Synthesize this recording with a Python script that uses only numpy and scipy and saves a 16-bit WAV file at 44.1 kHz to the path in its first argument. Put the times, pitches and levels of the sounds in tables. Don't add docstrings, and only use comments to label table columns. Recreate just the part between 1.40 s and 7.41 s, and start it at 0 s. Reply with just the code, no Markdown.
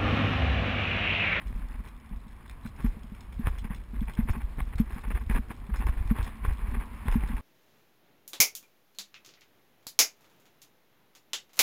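import sys
import numpy as np
from scipy import signal
from scipy.fft import rfft, irfft
from scipy.io import wavfile
from scipy.ndimage import uniform_filter1d

SR = 44100
rng = np.random.default_rng(int(sys.argv[2]) if len(sys.argv) > 2 else 0)


def to_wav(s):
    ch = np.atleast_2d(s).T
    pcm = np.round(np.clip(ch, -1, 1) * 32767)
    wavfile.write(sys.argv[1], SR, pcm.astype(np.int16))


def natural_amplitude(level_db):
    exponent = np.asarray(level_db, float) / 20
    return 10 ** exponent


N = 265041


def seconds():
    return np.arange(N) / SR


def unit(x):
    return x / np.sqrt(np.mean(x ** 2))


def band(x, hz, width_hz):
    return signal.lfilter(*signal.iirpeak(hz, hz / width_hz, fs=SR), x)


def walk(rate):
    hold = int(SR / rate)
    steps = np.repeat(rng.standard_normal(N // hold + 1), hold)
    return unit(uniform_filter1d(steps, hold)[:N])


def add(out, s, sound):
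    i = min(int(s * SR), N)
    first, last = max(i, 0), min(i + len(sound), N)
    out[first:last] += sound[first - i:last - i]


def ring(modes, chance, detune, scatter_db, length_s):
    t = np.arange(int(length_s * SR)) / SR
    total = 0
    for (hz, db, t60), (pitch, strength) in zip(modes, chance):
        decay = np.exp(-np.log(1000) * t / t60)
        sine = np.sin(2 * np.pi * hz * (1 + detune * pitch) * t)
        total = total + natural_amplitude(db + scatter_db * strength) * sine * decay
    return total


def bell(length_ms, flat=0.73):
    t = np.arange(-int(.1 * SR), int(.1 * SR)) / SR
    return t, np.exp(-np.log(2) * abs(2 * t / (length_ms / 1000)) ** (2 * flat))


# (start [s], end [s], typical jolt [dB])
PATCHES = [(.06, .43, -28.5), (.73, .78, -31), (1.25, 1.43, -41.5), (1.98, 2.44, -32.5),
           (2.54, 2.72, -24.5), (2.97, 3.01, -29), (3.17, 3.45, -26.5), (3.66, 3.82, -24.5),
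           (4.08, 4.22, -36), (4.35, 4.43, -23.5), (4.52, 4.9, -37), (5.02, 5.43, -27.5), (5.64, 6.01, -28)]
STONES_PER_S, STONE_SCATTER_DB = 24, 2.5


def stones():
    late, size = rng.standard_normal((int(N / SR * STONES_PER_S), 2)).T
    when = (np.arange(len(late)) + .5 + .2 * late) / STONES_PER_S
    heavy = np.transpose(JOLTS)[0]
    cobbles = []
    for s, z in zip(when, size):
        for start, end, db in PATCHES:
            if start < s < end and abs(heavy - s).min() > .025:
                cobbles.append((s, db + STONE_SCATTER_DB * np.clip(z, -3, 1.2)))
    return cobbles


# (time [s], hum level within 300-3000 Hz [dB], rumble level [dB])
ROLL = [(0, -57.5, -39.5), (.45, -59.5, -44), (1.0, -61, -46), (1.4, -59, -39.5), (1.9, -60, -41.5),
        (2.2, -69, -41.5), (3.1, -58, -41), (4.2, -61, -41), (4.6, -53, -38), (5.5, -53, -42),
        (6.01, -51.5, -40.5)]
# (frequency [Hz], density [dB per Hz])
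HUM = [(100, -23), (225, 2), (330, -16.5), (430, -32), (600, -21), (1090, -9), (1300, -17), (2260, -18),
       (2600, -22), (5100, -43.5), (5900, -63)]
RUMBLE_HZ, RUMBLE_WIDTH_HZ = 44, 24


def tyres():
    s, hum_db, rumble_db = np.transpose(ROLL)
    hz, db = np.transpose(HUM)
    f = np.maximum(np.fft.rfftfreq(N, 1 / SR), 1)
    colour = natural_amplitude(np.interp(np.log(f), np.log(hz), db)) * (f > hz[0]) * (f < hz[-1])
    paving, hum = walk(19), 0
    for centre in 100 * 2 ** np.arange(0, 6.5, .5):
        share = np.clip(1 - 2 * abs(np.log2(f / centre)), 0, 1) ** .5
        noise = irfft(rfft(rng.standard_normal(N)) * colour * share, N)
        hum = hum + noise * natural_amplitude(.8 * paving + 1.2 * walk(25))
    reference = signal.sosfilt(signal.butter(2, (300, 3000), "band", fs=SR, output="sos"), hum)
    hum = hum / np.std(reference) * natural_amplitude(np.interp(seconds(), s, hum_db))

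    sway = band(rng.standard_normal(N), 18, 18)
    rumble = band(band(rng.standard_normal(N), RUMBLE_HZ, RUMBLE_WIDTH_HZ), RUMBLE_HZ, 56)
    rumble = unit(rumble + natural_amplitude(-5.5) * sway) * natural_amplitude(1.5 * walk(12))
    return hum + rumble * natural_amplitude(np.interp(seconds(), s, rumble_db))


# (time [s], peak level [dB])
TICKS = [(0.07, -42), (0.4752, -42), (1.0966, -35.5), (1.26, -43), (1.426, -46), (1.6327, -46),
         (1.7489, -45), (1.8073, -40.5), (1.925, -44), (2.1846, -36), (2.347, -38), (2.607, -41.5),
         (2.736, -39.5), (2.8965, -42), (3.216, -44), (3.357, -43), (3.382, -37), (3.5453, -44),
         (3.932, -40), (4.36, -39), (4.4672, -39.5), (4.675, -40), (4.828, -36), (4.845, -41),
         (5.1343, -42), (5.172, -44), (5.3123, -40.5), (5.66, -45.5), (5.7139, -37), (5.875, -41.5)]
# (frequency [Hz], relative level [dB], t60 [s])
METAL = [(2350, -2, .01), (2900, -5, .006), (3450, 0, .007), (4050, -10, .016), (5050, 8, .018),
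         (5400, 14, .006)]
UPPER_DB = -19
CHATTER_RATE = 70


def ticks(force):
    out, count = np.zeros(N), len(METAL)
    t = np.arange(int(.04 * SR)) / SR
    shaking = force[::SR // CHATTER_RATE]
    chatter = []
    for k, (hard, (late, soft)) in enumerate(zip(shaking, rng.random((len(shaking), 2)))):
        chatter.append(((k + late) / CHATTER_RATE, 7.6 * np.log10(hard + 0.0035) - 31 - 18 * soft))
    blows = list(TICKS) + chatter
    chances = rng.standard_normal((len(blows), count, 2))
    grits = rng.standard_normal((len(blows), len(t)))
    bounces = rng.random((len(blows), 2))
    for (s, db), chance, grit, (wait, size) in zip(blows, chances, grits, bounces):
        low = ring(METAL[:-2], chance, detune=.04, scatter_db=2.5, length_s=.04)
        high = ring(METAL[-2:], chance[-2:], detune=.02, scatter_db=2, length_s=.04)
        bounce = size ** 2 * np.exp(-abs(t - .006 - .012 * wait) / .0006)
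        jangle = min(0.084 + 30 * force[min(int(s * SR), N - 1)], .7)
        contact = grit * (np.exp(-t / 0.0011) + bounce + jangle * np.exp(-t / 0.045))
        click = signal.fftconvolve(low + natural_amplitude(UPPER_DB) * high, contact)
        add(out, s, natural_amplitude(db) * click / abs(click).max())
    return out


# (middle [s], level [dB], length at half height [ms])
CHAFES = [(0.015, -42, 9.5), (0.33, -58, 59), (0.466, -55, 49), (0.73, -56, 9), (1.256, -47, 18),
          (1.397, -43, 29), (1.455, -43.5, 32), (1.508, -54, 20), (2.031, -51, 50), (2.072, -37.5, 38),
          (2.143, -51, 65), (2.251, -45, 21), (2.318, -48, 45), (2.541, -53, 11), (2.698, -45, 47),
          (2.792, -40.5, 47), (2.893, -40, 36), (2.949, -42.5, 34.4), (3.012, -46.5, 25),
          (3.196, -41.5, 21), (3.333, -50.5, 18), (3.397, -43, 41), (3.469, -51.5, 27), (3.53, -49, 65),
          (3.578, -43.5, 28), (3.644, -40, 18), (3.714, -41.5, 26), (3.765, -40, 33), (3.908, -35.5, 29),
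          (3.961, -37, 43.6), (4.112, -41.5, 20.7), (4.303, -46, 15), (4.351, -41.5, 29), (4.423, -39, 33),
          (4.482, -41.5, 32), (4.536, -49.5, 35), (4.581, -44.5, 28), (4.623, -49, 15), (4.708, -38.5, 25),
          (4.785, -40, 67), (4.866, -45, 47), (5.052, -40, 28.5), (5.099, -44.5, 53), (5.216, -49.5, 45),
          (5.282, -50.5, 39), (5.352, -40, 28), (5.415, -45.5, 42), (5.683, -43, 53), (5.743, -41, 54),
          (5.835, -47, 82), (5.91, -46.5, 46), (5.976, -44, 24)]
STONE_CHAFE_DB, STONE_CHAFE_MS = -28.5, 20
TRAIL, TRAIL_S = 0.067, 0.023


def chafing(cobbles):
    force = natural_amplitude(-69 + 6.9 * walk(60))
    ordinary = [(s, db + STONE_CHAFE_DB, STONE_CHAFE_MS) for s, db in cobbles]
    for s, db, ms in list(CHAFES) + ordinary:
        t, grip = bell(ms, flat=3)
        release = (1 - TRAIL) * bell(ms, flat=1.23)[1] + TRAIL * np.exp(-abs(t) / TRAIL_S)
        add(force, s + t[0], natural_amplitude(db) * np.where(t < 0, grip, release))
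    return force


# (frequency [Hz], width [Hz], relative gain [dB])
SHELL = [(117, 65.5, 10), (445, 153, -0.5), (850, 216, 1.5), (1112, 161, 4.5), (1630, 527, 0),
         (2523, 740, -4.5), (3366, 360, -10), (5160, 160, -20.5)]


def shell(x):
    wall = 0
    for k, (hz, width, db) in enumerate(SHELL):
        wall = wall + (-1) ** k * natural_amplitude(db) * band(x, hz, width)
    return signal.sosfilt(signal.butter(2, 3200, fs=SR, output="sos"), wall)


# (time [s], peak of the burst before the shell and its scaling [dB])
SNAPS = [(0.127, -35), (0.73, -56), (2.07, -11.5), (2.246, -30.5), (2.306, -35.5), (2.894, -21),
         (3.184, -29), (3.898, -19), (4.107, -56), (4.492, -22), (4.786, -22), (5.049, -18), (5.107, -24),
         (5.683, -16.5), (5.836, -22.5)]


def clamp(force):
    slips = unit(rng.standard_normal(N) * natural_amplitude(3.24 * walk(500) + 1.38 * walk(110)))
    bursts, tugs = np.zeros((2, N))
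    t = np.arange(int(0.022 * SR)) / SR
    tug = -(t / 0.0023) * np.exp(1 - t / 0.0022)
    for (s, db), grit in zip(SNAPS, rng.standard_normal((len(SNAPS), len(t)))):
        burst = grit * np.exp(-t / 0.00087)
        add(bursts, s, natural_amplitude(db) * burst / abs(burst).max())
        add(tugs, s, natural_amplitude(0.47 * db - 12.0) * tug)
    return shell(force * slips + bursts) / np.std(shell(slips)) + tugs


# (time [s], strength before modes and padding [dB])
KNOCKS = [(0.71, -34.5), (0.864, -37.5), (1.252, -27.5), (1.443, -16.5), (1.566, -34), (1.641, -36.5),
          (1.718, -31), (1.993, -23.5), (2.246, -28.5), (2.302, -29.5), (2.532, -29.5), (2.614, -22.5),
          (2.788, -13.5), (2.851, -32), (2.891, -34), (2.965, -28), (3.399, -12.5), (3.559, -32),
          (3.702, -36), (3.896, -24.5), (3.954, -27), (3.987, -24.5), (4.102, -31.5), (4.29, -28.5),
          (4.71, -12.5), (4.781, -36), (5.336, -29.5), (5.366, -26), (5.655, -29), (5.755, -14),
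          (5.898, -31), (5.93, -28.5)]
# (frequency [Hz], relative level [dB], t60 [s])
CASE_MODES = [(226, 4.5, 0.069), (443, -4.5, 0.061), (158, -54, 0.005)]
STONE_KNOCK_DB = -11


def knocks(cobbles):
    out = np.zeros(N)
    rows = list(KNOCKS) + [(s, db + STONE_KNOCK_DB) for s, db in cobbles]
    for (s, db), chance in zip(rows, rng.standard_normal((len(rows), len(CASE_MODES), 2))):
        detune = .02 + .0015 * (-13 - db)
        add(out, s, natural_amplitude(db) * ring(CASE_MODES, chance, detune, scatter_db=1, length_s=.2))
    push = np.hanning(int(.0038 * SR))
    return signal.lfilter(push / push.sum(), 1, out)


# (time [s], peak level [dB], length at half height [ms])
JOLTS = [(1.449, -21.5, 30), (1.484, -21, 46), (2.051, -19, 22), (2.078, -20.5, 19), (2.108, -22.5, 19),
         (2.595, -20, 16), (2.791, -24.5, 19), (2.834, -18, 14), (2.906, -13, 9.5), (3.044, -21, 18),
         (3.224, -19.5, 19.5), (3.357, -20, 5.6), (3.406, -23.5, 38), (3.535, -24, 8.8), (3.751, -18, 21),
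         (3.872, -21.5, 9.4), (3.912, -16.5, 14), (3.945, -16, 34), (3.998, -21.5, 20), (4.332, -19.5, 23),
         (4.46, -17, 17), (4.498, -15.5, 11.5), (4.574, -23, 21), (4.61, -17.5, 12.5), (4.658, -20, 7.7),
         (4.715, -22.5, 44), (4.799, -18, 13), (4.831, -21, 12), (5.084, -12.5, 11.2), (5.119, -20, 35),
         (5.239, -20.5, 19), (5.289, -21, 8.8), (5.345, -22.5, 15.6), (5.384, -19.5, 21.5),
         (5.683, -18.5, 14), (5.717, -18.5, 46), (5.781, -19.5, 23), (5.847, -22.5, 52),
         (5.948, -19.5, 17.6)]
SWING_HZ, SWING_SPREAD = 44.4, 0.17
STONE_MS = 23.4


def jolts(cobbles):
    out = np.zeros(N)
    rows = list(JOLTS) + [(s, db, STONE_MS) for s, db in cobbles]
    for (s, db, ms), (pitch, side) in zip(rows, rng.standard_normal((len(rows), 2))):
        t, shape = bell(ms)
        swing = np.cos(2 * np.pi * SWING_HZ * (1 + SWING_SPREAD * pitch) * t)
        add(out, s + t[0], np.sign(side) * natural_amplitude(db) * shape * swing)
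    return out


def scene():
    cobbles = stones()
    force = chafing(cobbles)
    mix = tyres() + ticks(force) + clamp(force) + knocks(cobbles) + jolts(cobbles)
    return mix[None]


def low_pass(x):
    return signal.sosfilt(signal.butter(12, 15700, fs=SR, output="sos"), x)


CAMERA_HZ, HOLD = 48000, 4


def record(dry):
    x = signal.sosfilt(signal.butter(2, 11, "high", fs=SR, output="sos"), dry)
    x = signal.sosfilt(signal.butter(6, 5600, fs=SR, output="sos"), x)
    slow = signal.resample_poly(x, CAMERA_HZ // HOLD, SR, axis=1)
    held = np.repeat(slow, HOLD, axis=1)
    mix = signal.resample_poly(held, SR, CAMERA_HZ, axis=1)[:, :N]
    return low_pass(mix)


dry = scene()
out = record(dry)
to_wav(out)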